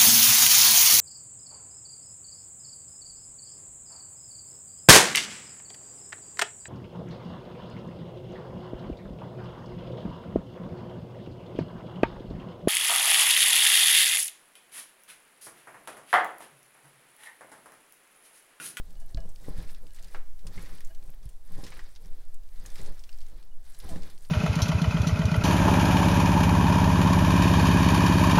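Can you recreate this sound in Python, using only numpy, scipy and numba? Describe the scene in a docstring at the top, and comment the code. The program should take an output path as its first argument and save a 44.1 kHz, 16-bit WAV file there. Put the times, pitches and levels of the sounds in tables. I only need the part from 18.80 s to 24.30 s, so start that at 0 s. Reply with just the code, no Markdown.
"""On a kitchen counter, a gloved hand squeezes and tosses a wet salad in a ceramic bowl, heard up close.
Dressing smacks and crackles as its films burst, leaves rustle, and the glove peels off them with ticks.
The push of the hand rumbles and thuds through the counter, and pieces tap the bowl into short rings.
One piece slaps down on the counter and a finger squeaks once on the glaze.
Underneath, slow air pressure sways in a quiet room."""
import sys
import numpy as np
from scipy import signal
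from scipy.fft import rfft, irfft
from scipy.io import wavfile
from scipy.ndimage import uniform_filter1d
from numba import njit

SR = 44100
rng = np.random.default_rng(int(sys.argv[2]) if len(sys.argv) > 2 else 0)


def log_audio(samples):
    """Write samples as a 16-bit WAV file to the path given in sys.argv[1]."""
    # one column per channel
    frames = np.atleast_2d(samples).T
    # limit to full scale, then quantise
    limited = np.clip(frames, -1, 1)
    pcm = np.round(limited * 32767).astype(np.int16)
    wavfile.write(sys.argv[1], SR, pcm)


N = 242550
T = np.arange(N) / SR


def amp(db):
    """Turn decibels into a number to multiply by."""
    return 10 ** (np.asarray(db, float) / 20)


def unit(x):
    """Scale a sound so its average level (rms) is 1."""
    return x / np.sqrt(np.mean(x ** 2))


def curves(table):
    """Join the rows of a table with straight lines in time, giving one curve per value column."""
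    times, *columns = np.transpose(table)
    return [np.interp(T, times, column) for column in columns]


def shaped_noise(points):
    """Noise whose balance of low and high follows (pitch [Hz], level [dB]) points."""
    hz, db = np.transpose(points)
    all_hz = np.arange(N // 2 + 1) * SR / N + 0.00089  # the tiny offset avoids log(0)
    gain = amp(np.interp(np.log(all_hz), np.log(hz), db, left=-90))
    return unit(irfft(rfft(rng.standard_normal(N)) * gain, N))


def band(x, lo_hz, hi_hz):
    """Keep the part of a sound between two pitches."""
    return signal.sosfilt(signal.butter(2, [lo_hz, hi_hz], "band", fs=SR, output="sos"), x)


def hiss(lo_hz, hi_hz):
    """Steady noise between two pitches."""
    return unit(band(rng.standard_normal(N), lo_hz, hi_hz))


def wobble(rate):
    """A curve that slides to a new random value, typically within 1 of zero, `rate` times a second."""
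    step = int(SR / rate)
    held = np.repeat(rng.standard_normal(N // step + 1), step)
    return unit(uniform_filter1d(held, step)[:N])


def ring(x, notes):
    """An object shaken by x rings at its own notes; t60 is the time a note takes to fade by 60 dB."""
    out = 0
    for hz, db, t60 in notes:
        pole = np.exp(2j * np.pi * hz / SR - np.log(1000) / (t60 * SR))
        out = out + amp(db) * signal.lfilter([1], [1, -pole], x).imag
    return out


@njit
def pops(start, hz, cycles, size, glide):
    """Tiny tones that swell and fade over a few times `cycles`; `glide` makes the pitch rise."""
    out = np.zeros(N)
    for k in range(len(start)):
        span = cycles[k] * SR / hz[k]
        phase, step = 0., 2 * np.pi * hz[k] / SR
        for i in range(min(int(5 * span) + 2, N - start[k])):
            out[start[k] + i] += size[k] * min(4 * i / span, 1.) * np.exp(-i / span) * np.sin(phase)
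            phase += min(step * (1 + glide * i / span), 2.6)
    return out


def swell(time, hold, db, rise_db_s, fall_db_s):
    """Loudness of moves that each rise, hold and fall; where they overlap, the loudest wins."""
    time, hold, db = (np.reshape(column, (-1, 1)) for column in (time, hold, db))
    before, after = np.maximum(time - T, 0), np.maximum(T - time - hold, 0)
    return amp(db - rise_db_s * before - fall_db_s * after).max(axis=0)


# The quiet room's balance of low and high: (pitch [Hz], relative level [dB])
ROOM_COLOUR = [(29, -12), (50, -1.5), (91, -16.5), (232, -28.5), (538, -28), (718, -28.5), (1590, -41),
               (2500, -58), (9360, -51), (15500, -60)]
def room_tone():
    """The room's faint, steady noise, mostly deep."""
    noise = shaped_noise(ROOM_COLOUR)
    return amp(-70.5) * noise / np.std(band(noise, 200, 15000))


# How deep the moving air is: (pitch [Hz], relative level [dB])
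AIR_COLOUR = [(3, 13.5), (10, 5.5), (18, -7.5), (26, -8.5), (40, -27), (70, -35), (120, -65)]
# How strongly the air pressure sways: (time [s], level [dB])
AIR_SWAY = [(0.0, -30), (.31, -31), (.66, -26.5), (1.06, -31), (1.3, -29.5), (1.84, -27.5), (2.13, -27),
            (2.42, -32), (3.43, -31), (4.0, -28), (4.44, -27), (4.69, -35.5), (5.16, -28), (5.5, -35.5)]
def air():
    """Slow swings of air pressure, mostly too low to hear."""
    return amp(curves(AIR_SWAY)[0]) * shaped_noise(AIR_COLOUR)


def kitchen_echo(x, t60=0.3, echo_db=-23):
    """Hard walls add a short, dull echo to a sound."""
    t = T[:int(.4 * SR)]
    tail = band(rng.standard_normal(len(t)), 500, 5900) * amp(-60 * t / t60) * (t > .004)
    return x + amp(echo_db) * signal.fftconvolve(x, tail / np.sqrt(np.sum(tail ** 2)))[:N]


def groan():
    """The bowl's foot groans faintly and roughly against the counter."""
    return swell(time=3.21, hold=0.14, db=-69, rise_db_s=377, fall_db_s=307) * hiss(450, 500)


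# The hand's squeezes and tosses: (time [s], hold [s], rustle [dB], high fizz [dB], rumble [dB])
GRIPS = [(0.0, 0.52, -75, -77.5, -61.5), (0.643, 0.037, -64, -65.5, -55), (0.776, 0.066, -57.5, -67.5, -49),
         (0.882, 0.04, -63, -68.5, -66), (1.214, 0.049, -64.5, -69.5, -61.5),
         (1.762, 0.18, -60.5, -66, -54.5), (2.228, 0.035, -71, -78, -60), (2.784, 0.2, -61, -65.5, -55.5),
         (3.248, 0.064, -71.5, -76, -62.5), (3.825, 0.14, -63, -66.5, -56.5),
         (3.993, 0.096, -57.5, -62.5, -52.5), (2.454, 0.032, -75, -77.5, -83),
         (3.415, 0.021, -77, -90, -80), (0.5, 0.06, -75, -76, -86), (1.014, 0.03, -73, -75, -80),
         (4.217, 0.068, -72.5, -77.5, -80), (4.43, 0.11, -72, -81, -72), (4.58, 0.02, -70.5, -81, -64.5),
         (4.903, 0.1, -65.5, -66, -76), (5.061, 0.2, -59, -64, -52), (5.434, 0.036, -67, -65, -85)]
def hand_effort():
    """How loud the rustle, fizz and rumble are as each grip comes and goes above a resting level."""
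    time, hold, rustle_db, fizz_db, rumble_db = np.transpose(GRIPS)
    rustle = amp(-83) + swell(time, hold, rustle_db, rise_db_s=125, fall_db_s=100)
    fizz = amp(-79.5) + swell(time, hold, fizz_db, rise_db_s=125, fall_db_s=100)
    lean = amp(-97.5) + swell(time, hold, rumble_db, rise_db_s=146, fall_db_s=112)
    return rustle, fizz, lean


# The bowl is shoved against the counter: (time [s], hold [s], low rumble [dB], upper rumble offset [dB])
SHOVES = [(0.0, 0.0063, -61, -10), (0.348, 0.01, -50, -8), (0.39, 0.075, -52, -7), (0.684, 0.025, -45, -4),
          (0.792, 0.017, -50.5, -4.5), (1.037, 0.031, -55, -4.5), (1.348, 0.022, -61, 9.5),
          (1.655, 0.041, -49.5, -5.5), (1.787, 0.016, -47, -9), (1.884, 0.014, -56, -7),
          (2.077, 0.022, -61.5, -4.5), (2.29, .01, -58, -8), (2.451, 0.0081, -55.5, -6),
          (2.713, .01, -52.5, -7), (2.785, 0.012, -44, -5), (2.838, 0.036, -48.5, -3),
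          (2.989, 0.021, -58, -2), (3.207, 0.22, -72, 0), (3.793, 0.025, -61, -18), (4, 0.12, -52, -2.5),
          (4.538, 0.017, -56.5, -1), (5.048, 0.045, -46, -3.5), (5.12, 0.065, -41, -5.5)]
def bowl_push(lean):
    """How loud the low and upper rumble are: the hand leans on the bowl and shoves jolt it."""
    time, hold, db, upper_db = np.transpose(SHOVES)
    low_jolts = swell(time, hold, db, rise_db_s=377, fall_db_s=307)
    upper_jolts = swell(time, hold, db + upper_db, rise_db_s=377, fall_db_s=307)
    return np.hypot(lean, low_jolts), np.hypot(amp(-5) * lean, upper_jolts)


# The notes the counter rings at: (pitch [Hz], relative level [dB], fade time [s])
COUNTER_NOTES = [(42, 3, 0.14), (100.7, 1.5, 0.054), (171.4, -5.5, 0.095), (206, -17, 0.057),
                 (283.3, 0, 0.028), (373.6, -11.5, 0.034), (475.5, -6.5, 0.021), (783, -19.5, 0.072),
                 (1006, -23, 0.078)]
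# Blows on the counter: (time [s], strength [dB], contact time [s], extra weight behind the blow [dB])
THUDS = [(0.346, -29, 0.004, 0.5), (0.368, -38, 0.0088, 14.5), (0.684, -29.5, 0.00098, -6.5),
         (0.783, -29, 0.0054, 0), (1.347, -41, 0.0069, -2), (1.665, -38, 0.0058, -0.5),
         (1.769, -45.5, 0.0069, 11.5), (2.457, -45, 0.006, 13.5), (2.777, -32.5, 0.0038, -25),
         (2.788, -37, 0.0012, -13), (2.834, -38, 0.00079, -19), (2.85, -39, 0.0012, -14),
         (2.23, -54, 0.00073, -20), (3.998, -41.5, 0.0031, 3.5), (4.02, -51, 0.0006, -20),
         (4.524, -44.5, 0.0058, -21), (5.049, -43, 0.0016, -21), (5.118, -34, 0.0027, -6),
         (5.129, -31.5, 0.0025, -21), (5.162, -32, 0.0018, -18), (5.174, -33, 0.0049, -24)]
def counter(lean):
    """Soft blows make the counter thud, and the uneven drag of the bowl's foot makes it rumble."""
    light, heavy = np.zeros(N), np.zeros(N)
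    for time, db, contact, weight_db in THUDS:
        push = np.hanning(int(contact * SR))  # a softer contact pushes longer
        i = int(time * SR)
        light[i:i + len(push)] += amp(db) * push / push.sum()
        heavy[i:i + len(push)] += amp(db + weight_db) * push / push.sum()
    # weight bends the whole slab, which rings at its two lowest notes
    thuds = ring(heavy, COUNTER_NOTES[:2]) + ring(light, COUNTER_NOTES[2:])
    drag = rng.standard_normal(N) * amp(2.2 * wobble(65))
    slab = ring(drag, COUNTER_NOTES)
    low = unit(band(slab, 110, 243.4)) + amp(1) * unit(band(slab, 54.3, 100.2))
    upper = unit(band(slab + 0.93 * drag, 297, 1610))
    low_gain, upper_gain = bowl_push(lean)
    return thuds + low_gain * low + upper_gain * upper


# The notes the bowl rings at: (pitch [Hz], relative level [dB], fade time [s])
BOWL_NOTES = [(664, 0, .2), (802, -10, .09), (1655, -2, .3), (1720, -3, .07), (2420, -6, .1),
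              (2925, 3, .26), (4425, 9, .09), (6900, 4, .05)]
# Pieces tap the bowl; where and how hard they land favours the notes near one pitch:
# (time [s], level [dB], favoured pitch [Hz], drop away from it [dB per octave], free ringing [s])
BOWL_TAPS = [(.161, -64, 700, 5, 0.04), (.214, -54, 760, 9, 0.04), (.318, -59, 700, 13, 0.032),
             (.374, -42.5, 660, 10.5, 0.088), (.43, -52, 660, 15, 0.025), (1.091, -63, 1800, 15, 0.05),
             (1.165, -59, 2370, 42, 0.027), (1.196, -59, 720, 10, 0.025), (1.319, -55, 2300, 51, 0.024),
             (2.093, -60, 664, 9, 0.02), (2.104, -55, 664, 11, 0.06), (2.106, -57, 1750, 26, 0.011),
             (2.149, -66, 1600, 15, .03), (4.315, -59, 2350, 70, .03), (4.597, -57.5, 2380, 60, 0.016),
             (4.713, -72, 2900, 40, 0.02)]
def bowl(rustle_gain, rise_s=.003, muffled_t60=.05):
    """Each soft tap rings the ceramic until salad slumps on its wall; rustling keeps it faintly ringing."""
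    taps, t = np.zeros(N), T[:int(.3 * SR)]
    hz, note_db, t60 = np.transpose(BOWL_NOTES)[:, :, None]
    flutter = amp(2.5 * np.array([wobble(90) for _ in BOWL_NOTES]))  # brushing leaves make notes waver
    for time, db, favoured_hz, drop_db, free_s in BOWL_TAPS:
        start_db = note_db - drop_db * np.abs(np.log2(hz / favoured_hz))
        tones = np.minimum(t / rise_s, 1) * amp(start_db - 60 * t / t60) * np.sin(2 * np.pi * hz * t)
        gain = amp(db - 60 * np.maximum(t - free_s, 0) / muffled_t60)
        i = int(time * SR)
        taps[i:i + len(t)] += gain * (tones * flutter[:, i:i + len(t)]).sum(axis=0)
    even_notes = [(pitch, 0, fade) for pitch, _, fade in BOWL_NOTES[:5]]
    brushed = unit(ring(rng.standard_normal(N), even_notes))
    return taps + amp(-13) * rustle_gain * brushed


# The path of one finger squeak: (time [s], pitch [Hz], level [dB])
SQUEAK_PATH = [(5.08, 752, -67), (5.088, 747, -55), (5.114, 655, -48.5), (5.14, 650, -52)]
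def glove_squeak():
    """Rubber slips on wet glaze with a short, falling tone."""
    hz, db = curves(SQUEAK_PATH)
    slipping = (T > SQUEAK_PATH[0][0]) & (T < SQUEAK_PATH[-1][0])
    gain = uniform_filter1d(slipping.astype(float), 300) * amp(db)
    shaky_hz = hz * (1 + 0.015 * wobble(200))
    return gain * np.sqrt(2) * np.sin(2 * np.pi * np.cumsum(shaky_hz) / SR)


def slap(time=1.3458, db=-38, rise_s=0.0012, crack_t60=0.059, tail_t60=0.36):
    """A thrown piece hits the counter with a dull crack whose lower part hangs on in the hard surface."""
    t = np.maximum(T - time, 0)
    crack = amp(-60 * t / crack_t60) * hiss(550, 2040)
    tail = amp(-13 - 60 * t / tail_t60) * hiss(450, 1950)
    return np.minimum(t / rise_s, 1) * amp(db) * (crack + tail)


def snap(time=.3465, hz=4200., cycles=1.5):
    """A crisp piece breaks with one sharp click."""
    click = pops(np.array([int(time * SR)]), np.array([hz]), np.array([cycles]), amp([-26]), glide=0.)
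    return band(band(click, 2900, 12000), 2900, 12000)


# The wet salad's balance of low and high: (pitch [Hz], relative level [dB])
SALAD_COLOUR = [(1000, -9.5), (1900, -0.5), (2700, -10), (3600, 0.5), (5100, 0.5), (6500, -6), (8700, 3.5),
                (11000, -4), (14500, -13)]
def crackle(per_second, lo_hz, hi_hz, cycles, scatter_db, glide=.015):
    """Films of dressing burst at random moments; a few are far louder than the rest."""
    when, pitch, strength, length = rng.random((int(per_second * N / SR), 4)).T
    hz = lo_hz * (hi_hz / lo_hz) ** pitch
    colour_hz, colour_db = np.transpose(SALAD_COLOUR)
    db = np.minimum(-scatter_db * np.log(strength), 12)
    db += np.interp(np.log(hz), np.log(colour_hz), colour_db)
    return unit(pops((when * N).astype(np.int64), hz, cycles * (.5 + length), amp(db), glide))


def wet_leaves(rustle_gain, fizz_gain):
    """Squeezed leaves give dense fizz, sparser pops and a smooth squish, with a fine glove crinkle."""
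    low = crackle(6000, 800, 6000, cycles=1.6, scatter_db=1.8, glide=.02)
    low += amp(-6) * crackle(300, 1500, 6000, cycles=5, scatter_db=3.2)
    squish = amp(-4 + 2 * wobble(40)) * shaped_noise(SALAD_COLOUR[:5] + [(8000, -35)])
    middle = crackle(3000, 5500, 10000, cycles=2.5, scatter_db=2)
    middle += amp(-3) * crackle(250, 5500, 10000, cycles=6, scatter_db=3.5)
    high = crackle(2500, 10000, 15500, cycles=3.5, scatter_db=2.5)
    high += amp(-2) * crackle(150, 10000, 15500, cycles=4, scatter_db=3.5)
    fizz = unit(amp(3 * wobble(45)) * middle + amp(4.1 * wobble(60) - 3) * high)  # each flickers alone
    crinkle = crackle(160, 11000, 15500, cycles=1.2, scatter_db=3, glide=.01)
    crinkle = amp(-10) * unit(band(crinkle, 10500, 18000))
    flicker = amp(2.5 * wobble(24.967))
    return flicker * (rustle_gain * unit(low + squish) + fizz_gain * (fizz + crinkle))


# The loudest sticky ticks: (time [s], level [dB], pitch [Hz])
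STICKY_TICKS = [(0.2623, -38.5, 11200), (0.555, -42, 9710), (0.7791, -36, 10600), (0.842, -50, 13000),
                (0.94, -44, 13000), (1.04, -48, 11500), (1.1355, -38, 10200), (1.1598, -44, 10700),
                (1.1772, -48, 9900), (1.3124, -44, 10700), (1.3397, -41, 9390), (1.6728, -33.5, 5300),
                (1.8617, -50, 10900), (1.8916, -51, 11200), (1.9405, -44, 12100), (1.954, -38, 10600),
                (2.077, -42, 14000), (2.0066, -33.5, 10700), (2.304, -35.5, 12600), (2.3475, -42, 12000),
                (2.262, -47, 12500), (2.318, -53, 12500), (1.19, -46, 12500), (2.4565, -37, 10500),
                (2.722, -35, 11700), (2.905, -35, 9100), (2.9407, -43, 10600), (2.9741, -39, 10400),
                (3.27, -48, 13500), (3.304, -50, 11000), (3.352, -47, 11500), (3.401, -49, 14000),
                (3.452, -47, 8800), (3.486, -48, 9000), (3.863, -33, 10000), (3.972, -42, 11000),
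                (4.248, -48, 13900), (4.651, -44, 14200), (4.907, -43, 11600), (5.0444, -52, 10500),
                (5.0873, -49, 9100), (5.2131, -51, 9000)]
def sticky_ticks(fizz_gain, cycles=2.4):
    """Glove and leaves peel apart in high ticks, with smaller ones at random while the hand works."""
    time, db, hz = np.transpose(STICKY_TICKS)
    loud = pops((time * SR).astype(np.int64), hz, np.full(len(time), cycles), amp(db), glide=.012)
    small = crackle(110, 5500, 14500, cycles=2.5, scatter_db=3, glide=.01)
    return loud + amp(-6) * fizz_gain * small


# The pitch ranges of a smack: (low edge [Hz], high edge [Hz], relative level [dB], fade stretch [times])
SMACK_RANGES = [(856, 2420, -4.5, 2.2), (2420, 5800, 0, 1.2), (5800, 10000, -4.5, 1.5),
                (10000, 15000, -7, 1.1)]
# Wet smacks: (time [s], level [dB], tone pitch [Hz], brightness [dB per octave], base fade time [s])
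# In the brightest smacks the high hiss is heard, not this tone.
WET_SMACKS = [(0.106, -43.5, 4570, 4, 0.016), (0.127, -49, 9200, 2, 0.016), (0.154, -46.5, 3400, 2, 0.018),
              (0.199, -42.5, 9700, -1, 0.13), (0.372, -40.5, 4330, -14, 0.027),
              (0.4034, -43, 5000, 2, 0.037), (0.4904, -50, 7500, 8.5, 0.053),
              (0.5595, -39.5, 4800, 2.5, 0.019), (0.599, -43, 1800, 12, 0.032),
              (0.643, -41.5, 1890, 6, 0.17), (0.7784, -48, 2030, -3, 0.027),
              (0.891, -45.5, 2480, -1, 0.053), (0.9468, -40, 3400, 1, 0.032),
              (1.0675, -44.5, 4950, -1, 0.025), (1.1457, -41.5, 7600, 1, 0.047),
              (1.162, -44, 5100, 4, 0.048), (1.1863, -40, 1890, 3, 0.04), (1.226, -38, 6600, 1.5, 0.02),
              (1.234, -41, 4500, 4, 0.02), (1.244, -39, 4900, 4.5, 0.033), (1.107, -49, 4520, -2, 0.015),
              (1.193, -43, 4340, -6, 0.015), (1.283, -43, 4950, -3, 0.023), (1.591, -43, 2120, 8, 0.078),
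              (1.668, -28.5, 8560, -7, 0.063), (1.7763, -41, 2100, -7.5, 0.14),
              (1.8575, -38.5, 1930, 3, 0.22), (1.892, -38, 1730, 3, 0.054), (1.983, -44, 3150, 0, 0.033),
              (2.006, -33.5, 1820, 5.5, 0.068), (2.0467, -44, 7030, 6, 0.057), (2.072, -45, 6200, 4, 0.02),
              (2.148, -45, 3860, 9, 0.039), (2.226, -48, 4070, -10, 0.016), (2.238, -50, 9050, 6, 0.02),
              (2.277, -63, 2500, -3, 0.02), (2.295, -50.5, 2500, -7.5, 0.015),
              (2.3385, -49, 3000, -10, 0.012), (2.531, -53, 7000, 0, 0.02),
              (2.4284, -49.5, 4900, -9, 0.058), (2.456, -49.5, 5000, -3, 0.079),
              (2.49, -42.5, 9600, 1.5, 0.064), (2.7227, -51, 11500, 0.5, 0.06),
              (2.7883, -39.5, 1830, 13, 0.02), (2.8382, -32.5, 5250, -1.5, 0.098),
              (2.8643, -30, 1925, 4, 0.13), (2.9206, -38.5, 2010, -7.5, 0.057),
              (2.967, -47, 2100, -7, 0.098), (2.992, -33, 1840, 0.5, 0.064), (3.1515, -42, 5000, 0, 0.023),
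              (3.16, -40.5, 3700, -3, 0.049), (3.248, -48, 5300, 2, 0.015), (3.634, -51, 5000, 2, 0.02),
              (3.689, -48, 4600, -2, 0.017), (3.258, -45, 5500, 3, 0.02), (3.419, -49, 6500, -1, 0.02),
              (3.543, -43.5, 8300, 4, 0.033), (3.759, -47, 4330, -3, 0.023), (3.798, -49, 8000, 3, 0.025),
              (3.8519, -35, 1690, 2, 0.042), (3.8599, -35, 6240, 3, 0.063), (3.902, -39, 5830, -1, 0.03),
              (3.9557, -36.5, 4920, 4, 0.052), (4.014, -39, 6930, 2.5, 0.034), (4.06, -36, 5460, -6, 0.029),
              (4.193, -44.5, 5500, 3, 0.074), (4.2377, -38, 4800, -3, 0.048), (4.277, -52, 9750, 0, 0.018),
              (4.2918, -36, 2600, 3, 0.04), (4.317, -48, 4800, -3, 0.032), (4.328, -44, 4740, 1, 0.035),
              (4.345, -47, 4800, -3, 0.019), (4.376, -50, 8000, 2, 0.023), (4.386, -44.5, 5370, 5, 0.031),
              (4.4053, -45, 4700, 5, 0.03), (4.413, -45, 3500, 3, 0.053), (4.428, -48, 7800, -3, 0.022),
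              (4.464, -44.5, 6500, -5, 0.05), (4.485, -43, 9500, -2, 0.021), (4.565, -53, 4600, -2, 0.017),
              (4.6269, -47, 4500, 1, 0.021), (4.637, -50, 4930, 2, 0.018), (4.946, -45.5, 4050, 1, 0.055),
              (4.969, -46, 7900, -2, 0.024), (5.001, -36.5, 5180, -2, 0.058), (5.09, -32.5, 8870, -3, 0.2),
              (5.1583, -32, 1910, 2.5, 0.051), (5.2205, -38, 5000, -6, 0.038),
              (5.232, -38.5, 4850, -1, 0.052), (5.299, -41, 4600, 5, 0.045), (5.3777, -45, 4330, 5, 0.028),
              (5.386, -47, 9050, 2, 0.015), (5.449, -41.5, 4440, 2, 0.058)]
def smacks(rise_s=.0008, click_t60=.01, pivot_hz=4000, focus_db_per_octave=9):
    """A film of dressing tears with a click, a short tone and a rough burst of hiss."""
    time, db, hz, brightness, t60 = np.transpose(WET_SMACKS)
    start = (time * SR).astype(np.int64)
    cycles = .5 * t60 * hz / np.log(1000)  # the tone dies in half the base fade time
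    size = amp(db - 15 + brightness * np.log2(hz / pivot_hz))
    detune = 1 + .04 * rng.standard_normal((len(time), 3)).T  # three close pitches sound together
    out = sum(pops(start, hz * ratio, cycles, size, glide=.028) for ratio in detune)
    for lo_hz, hi_hz, range_db, stretch in SMACK_RANGES:
        centre_hz = np.sqrt(lo_hz * hi_hz)
        colour_db = brightness * np.log2(centre_hz / pivot_hz)
        colour_db -= focus_db_per_octave * np.abs(np.log2(centre_hz / hz))
        gains = amp(db + range_db + colour_db - 12.5)  # noise peaks about 12.5 dB above its average
        loudness = np.zeros(N)
        for i, gain, fade_s in zip(start, gains, t60 * stretch):
            t = T[:min(int(fade_s * SR), N - i)]
            burst, click = amp(-60 * t / fade_s), amp(-2 - 60 * t / click_t60)
            loudness[i:i + len(t)] += gain * np.minimum(t / rise_s, 1) * (burst + click)
        out += loudness * hiss(lo_hz, hi_hz) * amp(0.47 * wobble(500))
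    return out


def scene():
    """Mix everything into one channel; only the brighter sounds get the kitchen's echo."""
    rustle_gain, fizz_gain, lean = hand_effort()
    salad = wet_leaves(rustle_gain, fizz_gain) + smacks() + sticky_ticks(fizz_gain) + snap()
    contacts = bowl(rustle_gain) + glove_squeak() + slap()
    near = kitchen_echo(salad + contacts) + counter(lean) + groan()
    return (near + air() + room_tone())[None]


def record(dry, top_hz=15780):
    """Cut the very highest treble steeply; the filter starts settled, so it adds no opening click."""
    sos = signal.ellip(12, .2, 70, top_hz, fs=SR, output="sos")
    settled = signal.sosfilt_zi(sos)[:, None] * dry[None, :, :1]
    return signal.sosfilt(sos, dry, zi=settled)[0]


dry = scene()
out = record(dry)
log_audio(out)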